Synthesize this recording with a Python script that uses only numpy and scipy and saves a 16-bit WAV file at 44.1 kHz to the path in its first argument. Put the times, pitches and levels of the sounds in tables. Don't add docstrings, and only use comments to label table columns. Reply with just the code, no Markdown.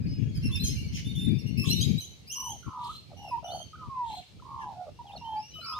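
import sys
import numpy as np
from scipy import signal
from scipy.fft import rfft, irfft
from scipy.io import wavfile
from scipy.ndimage import map_coordinates

SR = 44100
rng = np.random.default_rng(int(sys.argv[2]) if len(sys.argv) > 2 else 0)


def master(y):
    cut = np.clip(np.atleast_2d(y).T, -1, 1)
    pcm = np.round(cut * 32767)
    wavfile.write(sys.argv[1], SR, pcm.astype(np.int16))


N = 255339

# start, peak and end in seconds, first pitch, last
# pitch and bow in Hz, upper voice's relative level in dB, flutter amount, opening gap down to the
# lower voice in Hz, lower voice's relative level in dB.
MAGPIE_SLIDES = [(2.35, 2.45, 2.57, 1033, 731, 115, -43, 0.9, 141.8, -57.5),
                 (2.623, 2.866, 2.892, 1433, 1158, -64, -47, 0.98, 250, -39.5),
                 (3.773, 3.822, 3.89, 1340, 1121, 2, -47, 0.54, 227, -49.5),
                 (4.438, 4.624, 4.77, 1057, 804, 119.5, -41.5, 0.78, 152.3, -43.5),
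                 (5.612, 5.816, 5.88, 1391, 1178, -34, -38.5, 0.77, 231.2, -43)]
# start, peak and end in seconds, first pitch,
# last pitch and bow in Hz, relative level in dB, flutter amount.
MAGPIE_NOTES = [(0.486, 0.514, 0.568, 1134, 1010, -10, -59, 0.9),
                (1.627, 1.653, 1.72, 1123, 1023, 4, -52.5, 0.82),
                (2.886, 2.896, 2.922, 1113, 1341, 27, -37.5, 0.04),
                (3.097, 3.131, 3.15, 835, 515, -7, -51, 1.7),
                (3.163, 3.29, 3.305, 706, 646, 150, -45.5, 1.4),
                (3.307, 3.348, 3.375, 1046, 939.6, -48.5, -30, 0.07),
                (3.421, 3.507, 3.63, 669, 672.5, 53, -38.5, 1.2),
                (3.889, 4.005, 4.115, 1110, 870.5, 0.5, -33.5, 0.2),
                (4.086, 4.128, 4.16, 906, 802, 1.5, -39.5, 1.08),
                (4.761, 4.811, 4.86, 743, 717, -2.5, -38, 0.48),
                (4.853, 4.887, 4.9, 707, 594, -10, -44, 1.34),
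                (5.038, 5.15, 5.187, 766, 701, 74.5, -45.5, 1.7),
                (5.208, 5.381, 5.414, 962, 848, -22.5, -35, 0.39)]
# start and end in seconds, pitch in Hz, relative level in dB.
MAGPIE_PIPS = [(3.375, 3.394, 963, -37), (3.73, 3.756, 1256, -47.5), (3.753, 3.765, 1424, -48),
               (4.168, 4.208, 731, -42.5), (4.395, 4.407, 1294, -54.5), (4.421, 4.434, 1020, -48),
               (4.988, 5.022, 950, -44.5), (5.554, 5.607, 1265, -56.5), (5.585, 5.604, 657, -53.5)]
# start and end in seconds, held pitch in Hz, relative level in dB.
PARROT_WHISTLES = [(0.059, 0.182, 5015, -53), (0.511, 0.588, 3606, -39), (0.592, 0.66, 4183, -35),
                   (0.683, 0.884, 4280, -51.5), (1.042, 1.122, 3620, -45), (1.149, 1.298, 3594, -40),
                   (1.685, 1.72, 4216, -26.5), (1.736, 1.865, 3836, -35.5), (1.798, 1.844, 4960, -36),
                   (1.974, 2.008, 4060, -36.5), (2.926, 3.001, 4186, -49.5), (3.502, 3.603, 4474, -47),
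                   (4.1, 4.205, 4186, -49), (5.6, 5.662, 4204, -47.5)]
# start and end in seconds, first pitch, last pitch and bow in Hz,
# relative level in dB, second harmonic in dB against the first.
PARROT_SQUAWKS = [(0.34, 0.383, 2614, 2330, 31, -62.5, 14), (0.425, 0.492, 2635, 2485, 175, -44, -2.5),
                  (0.545, 0.582, 2957, 2490, -130, -40, -1.5),
                  (0.634, 0.691, 3286, 3205, -100, -47.5, 11.5), (0.646, 0.73, 2590, 2940, -270, -54, 12),
                  (0.712, 0.82, 3067, 2800, -63.5, -50.5, -12), (1.382, 1.422, 2760, 2320, 158, -58.5, 8),
                  (1.461, 1.496, 2866, 2710, 49, -48.5, -4.5),
                  (1.572, 1.653, 2540, 2600, 65.5, -38.5, -2.5), (1.707, 1.741, 2777, 3085, -98, -35, 3.5),
                  (1.807, 1.847, 3170, 3620, -150, -36.5, -0.5), (2.003, 2.057, 3216, 3590, -350, -50, 6),
                  (3.167, 3.334, 2946, 2430, 114, -53, -6.5), (3.44, 3.637, 2913, 3178, 26.5, -49, -5),
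                  (5.17, 5.23, 2850, 2800, -19, -57, -2), (5.355, 5.529, 2203, 2983, 169.5, -59.5, 5),
                  (5.618, 5.665, 2544, 2370, -83, -60.5, 14), (5.66, 5.741, 2640, 2663, -150, -51.5, 12)]
# start and end in seconds, centre pitch in Hz, relative level in dB,
# second harmonic in dB against the first.
PARROT_SCREECHES = [(0.652, 0.73, 3100, -50, 0), (0.918, 1.022, 2766, -45, 1.5),
                    (1.637, 1.735, 3350, -39, -6.5), (2.79, 2.998, 3637, -49.5, -11),
                    (4.036, 4.254, 3417, -50, -11), (4.577, 4.66, 2940, -59.5, -4.5)]
# time in seconds, pitch in Hz, relative level in dB, jitter as a share of pitch.
PARROT_SQUEAL = [(2.261, 2240, -68, 0.016), (2.294, 2526, -50.5, 0.027), (2.326, 3195, -40.5, 0.0097),
                 (2.344, 2807, -45.5, 0.082), (2.365, 2912, -45.5, 0.0083), (2.477, 2996, -48.5, 0.0069),
                 (2.522, 3242, -45, 0.0067), (2.545, 3300, -73, 0.018)]
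# start and end in seconds, first pitch, last pitch and
# bow in Hz, level in dB.
PARROT_TWITTERS = [(3.472, 3.528, 3770, 4450, -600, -52), (4.605, 4.652, 1780, 1576, 6, -50),
                   (5.064, 5.119, 3420, 2320, 57, -57), (5.11, 5.149, 2370, 3160, 889, -55.5),
                   (5.159, 5.182, 4200, 3330, 530, -46), (5.243, 5.368, 3030, 3140, 65, -51.5),
                   (5.511, 5.575, 4100, 3700, -3, -60.5), (5.536, 5.622, 3025, 3010, -34, -45),
                   (5.728, 5.786, 3120, 3730, 165, -51.5)]
# time in seconds, lead at the left port in seconds,
# overtone trim in dB.
FLOCK_PERSPECTIVE = [(.5, 0.00055, -15), (2.599, 0.00067, -13.5), (2.799, 0.00019, -17.5),
                     (5.2, 0.00027, -25)]
# frequency in Hz, gain in dB.
OVERTONE_COLOUR = [(7800, -9.5), (9500, 1.5), (12000, 0.5), (15500, -13), (18000, -69)]
# time in seconds, level of one chirp in dB.
CHATTER_LEVELS = [(0.2, -62.5), (0.7, -53), (1.45, -60), (1.8, -53.5), (2.15, -71), (5.2, -74), (5.7, -58)]
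# frequency in Hz, seconds to die away by 60 dB.
TREE_DECAY = [(800, 0.15), (3000, 0.66), (6600, 0.52), (13000, 0.49)]
# time in seconds, relative level in dB, left minus right in dB.
WIND_GUSTS = [(0.0, -31.5, 17), (0.03, -34, -0.5), (0.18, -38, 7), (0.2, -26.5, 23), (0.239, -29, 8),
              (0.341, -43.5, 6), (0.38, -36, -5), (0.41, -35.5, 4), (0.74, -35, 2), (0.79, -38.5, -1),
              (1.01, -43.5, 2.5), (1.33, -26.5, 11), (1.377, -35.5, 18.5), (1.957, -26, 24.5),
              (2.02, -65, -9)]
# frequency in Hz, relative spectral density in dB.
BUFFET_COLOUR = [(30, -65), (70, -7), (115, 3.5), (230, -4), (480, -29), (1200, -69.5), (2500, -37),
                 (6000, -110)]
# peak time in seconds, level in dB before panning.
WIND_PUFFS = [(2.68, -32.5), (3.886, -38)]
# frequency in Hz, relative spectral density in dB.
AIR_COLOUR = [(25, -44.5), (60, -6), (110, -3), (300, -18), (1500, -38), (4000, -29), (8500, -43.5),
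              (15500, -53)]


def magpie(flutter_hz=72, swing_hz=50, rasp_hz=38, chop_depth=0.52, steadying=0.37, trim_db=1):
    voice = np.zeros(N)
    beat = 2 * np.pi * np.cumsum(flutter_hz * (1 + .14 * wander(45))) / SR
    uneven = np.exp(.38 * wander(90))
    rasp = wander(240)
    for t, hz, peak_s, db, flutter in syrinx_glides():
        at = (np.arange(len(t)) + rng.integers(N)) % N
        effort = amp(swell(t, peak_s))
        depth = np.clip(flutter * (1 - steadying * effort), 0, 1)
        bend_hz = rasp_hz * rasp[at] - swing_hz * np.sin(beat[at])
        tone = magpie_tone(hz + depth * bend_hz)
        chop = unit_rms((1 + chop_depth * depth * np.cos(beat[at])) * uneven[at] ** depth)
        add(voice, t[0], amp(db + trim_db) * effort * chop * tone * fade(t, .01, .006))
    for start, end, hz, db in MAGPIE_PIPS:
        t = np.arange(start, end, 1 / SR)
        sag = np.linspace(1.015, .985, len(t))
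        add(voice, start, amp(db + trim_db) * magpie_tone(hz * sag) * fade(t, 0.0046, 0.0064))
    return pan(voice, left_db=-1.7) + amp(-4.0) * tree_echo(voice)


def syrinx_glides(lower_late_s=0.037, gap_closing=0.171):
    for start, peak_s, end, *glide, db, flutter, gap_hz, lower_db in MAGPIE_SLIDES:
        t = np.arange(start, end, 1 / SR)
        hz = bowed(t, *glide)
        lower_hz = hz - gap_hz * np.linspace(1, 1 - gap_closing, len(t))
        joined = t > start + lower_late_s
        yield t, hz, peak_s, db, flutter
        yield t[joined], lower_hz[joined], peak_s, lower_db, flutter
    for start, peak_s, end, *glide, db, flutter in MAGPIE_NOTES:
        t = np.arange(start, end, 1 / SR)
        yield t, bowed(t, *glide), peak_s, db, flutter


def magpie_tone(hz):
    phase = 2 * np.pi * np.cumsum(hz) / SR
    second = amp(np.interp(hz, [680, 735, 1100], [-18, -33, -42]))
    return np.sqrt(2) * (np.sin(phase) + second * np.sin(2 * phase))


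def parrots(direct_db=-3, echo_db=-2, twitter_echo_db=-8):
    calls, near = voice_calls(parrot_calls()), voice_calls(twitters())
    t = np.arange(N) / SR
    times, lead_s, _ = np.transpose(FLOCK_PERSPECTIVE)
    left = amp(direct_db) * calls + near
    right = map_coordinates(left, [(t - np.interp(t, times, lead_s)) * SR])
    echo = tree_echo(amp(echo_db) * calls + amp(twitter_echo_db) * near, early_boost=4.37)
    far = tree_echo(voice_calls(chatter()), early_boost=6)
    return np.array([left, right]) + echo + far


def parrot_calls(scoop=0.075, scoop_s=0.0149, whistle_jitter=.0062, screech_jitter=0.13):
    for start, end, held_hz, db in PARROT_WHISTLES:
        t = np.arange(start, end, 1 / SR)
        hz = held_hz * (1 - scoop * np.exp((start - t) / scoop_s))
        yield t, hz, db + swell(t, t.mean()) / 2, -21, 0, whistle_jitter
    for start, end, *glide, db, second_db in PARROT_SQUAWKS:
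        t = np.arange(start, end, 1 / SR)
        yield t, bowed(t, *glide), db, second_db, 0, 2 * whistle_jitter
    for start, end, hz, db, second_db in PARROT_SCREECHES:
        t = np.arange(start, end, 1 / SR)
        yield t, hz, db + swell(t, t.mean()), second_db, -2, screech_jitter
    times, *curves = np.transpose(PARROT_SQUEAL)
    t = np.arange(times[0], times[-1], 1 / SR)
    hz, db, jitter = (np.interp(t, times, curve) for curve in curves)
    yield t, hz, db, 6.5, 0, jitter


def voice_calls(calls, lurch=0.508):
    voices = np.zeros(N)
    tremors = np.array([wander(547), wander(67), wander(100)])
    times, _, bright_db = np.transpose(FLOCK_PERSPECTIVE)
    for t, hz, db, second_db, shine_db, jitter in calls:
        shake, waver, grain = tremors[:, (np.arange(len(t)) + rng.integers(N)) % N]
        phase = 2 * np.pi * np.cumsum(hz * (1 + jitter * (shake + lurch * waver))) / SR
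        upper_db = max(second_db, 0) + shine_db + np.interp(t[0], times, bright_db)
        levels = [0, second_db] + [upper_db + curve_at(OVERTONE_COLOUR, k * hz) for k in range(3, 7)]
        tone = sum(amp(db + level) * np.sin(k * phase) for k, level in enumerate(levels, 1))
        throb = unit_rms(np.exp(np.minimum(45 * jitter, .38) * grain))
        add(voices, t[0], np.sqrt(2) * tone * throb * fade(t, .005, .006))
    return voices


def twitters(second_db=-27, jitter=0.0033):
    for start, end, *glide, db in PARROT_TWITTERS:
        t = np.arange(start, end, 1 / SR)
        yield t, bowed(t, *glide), db, second_db, 0, jitter


def chatter(count=170, low_hz=2050, high_hz=3300, shortest_s=0.03484, bend=0.04, dull_db=-9, rasp=0.027):
    for k, (when, length, height, roughness) in enumerate(rng.random((count, 4))):
        start = (k + when) * N / SR / count
        t = start + np.arange(0, shortest_s * (1 + length), 1 / SR)
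        first, last, bow = bend * rng.standard_normal(3)
        hz = low_hz * (high_hz / low_hz) ** height * bowed(t, 1 + first, 1 + last, bow)
        db = np.interp(start, *np.transpose(CHATTER_LEVELS))
        yield t, hz, db, -9 * height ** 2, dull_db, rasp * roughness ** 2


def tree_echo(x, early_boost=0.43, early_s=0.0059, taps_per_s=4000):
    taps = rng.choice([-1., 1.], (2, SR)) * (rng.random((2, SR)) < taps_per_s / SR)
    hz, t, spectra = signal.stft(taps, SR, nperseg=256)
    decay = amp(-60 * t / curve_at(TREE_DECAY, hz)[:, None])
    attack = (1 - np.exp(-t / 0.0011)) * (1 + early_boost * np.exp(-t / early_s))
    tail = signal.istft(spectra * decay * attack, SR, nperseg=256)[1]
    return signal.fftconvolve(x[None], tail / np.linalg.norm(tail[0]), axes=1)[:, :N]


def wind(lumps_db=3.5, gust_db=9.0, right_darker=1.465, puff_s=0.016):
    t = np.arange(N) / SR
    times, db, side_db = np.transpose(WIND_GUSTS)
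    sides = pan(np.ones(N), np.interp(t, times, side_db))
    gate = np.clip((times[-1] - t) / 0.0045, 0, 1)
    gusts = amp(np.interp(t, times, db) + gust_db) * gate * sides / np.hypot(*sides)
    puffs = sum(amp(level) * np.exp(-((t - peak_s) / puff_s) ** 2) for peak_s, level in WIND_PUFFS)
    buffets = [unit_rms(noise(BUFFET_COLOUR, darker) * amp(lumps_db * wander(23.4)))
               for darker in (1, right_darker)]
    return (gusts + pan(puffs, left_db=7)) * np.array(buffets)


def air(rumble_db=-52, hiss_db=-53, split_hz=600):
    shared = noise(AIR_COLOUR)
    bed = np.array([unit_rms(0.5 * shared + noise(AIR_COLOUR)) for _ in range(2)])
    rumble, hiss = (signal.sosfilt(signal.butter(3, split_hz, kind, fs=SR, output="sos"), bed)
                    for kind in ("low", "high"))
    swell_db = 4 * np.array([wander(10), wander(10)])
    return rumble * amp(rumble_db + swell_db) + hiss * amp(hiss_db + 0.74 * wander(13.0))


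def bowed(t, first, last, bow):
    progress = (t - t[0]) / (t[-1] - t[0])
    return first + (last - first) * progress + 4 * bow * progress * (1 - progress)


def swell(t, peak_s, depth_db=12, curve=1.78):
    before = np.clip((peak_s - t) / (peak_s - t[0]), 0, 1)
    after = np.clip((t - peak_s) / (t[-1] - peak_s), 0, 1)
    return -depth_db * (before ** curve + after ** curve)


def fade(t, rise_s, fall_s):
    ramp = np.minimum((t - t[0]) / rise_s, (t[-1] - t) / fall_s)
    return np.sin(np.pi / 2 * np.clip(ramp, 0, 1)) ** 2


def noise(colour, darker=1):
    gain = amp(curve_at(colour, darker * np.fft.rfftfreq(N, 1 / SR)))
    return unit_rms(irfft(rfft(rng.standard_normal(N)) * gain, N))


def wander(rate_hz):
    hz = np.fft.rfftfreq(N, 1 / SR)
    return unit_rms(irfft(rfft(rng.standard_normal(N)) / (1 + (hz / rate_hz) ** 4), N))


def curve_at(points, hz):
    point_hz, values = np.transpose(points)
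    return np.interp(np.log(hz + 1), np.log(point_hz), values)


def pan(x, left_db):
    return np.array([x * amp(left_db / 2), x * amp(-left_db / 2)])


def add(mix, start_s, sound):
    part = mix[max(0, round(start_s * SR)):][:len(sound)]
    part += sound[:len(part)]


def amp(db):
    return 10 ** (np.asarray(db) / 20)


def unit_rms(x):
    return x / np.sqrt(np.mean(x ** 2) + 1e-20)


def scene():
    return magpie() + parrots() + wind() + air()


def record(dry):
    lowpass = signal.firwin(511, 15800, window=("kaiser", 9), fs=SR)
    return signal.oaconvolve(dry, lowpass[None], "same")


dry = scene()
out = record(dry)
master(out)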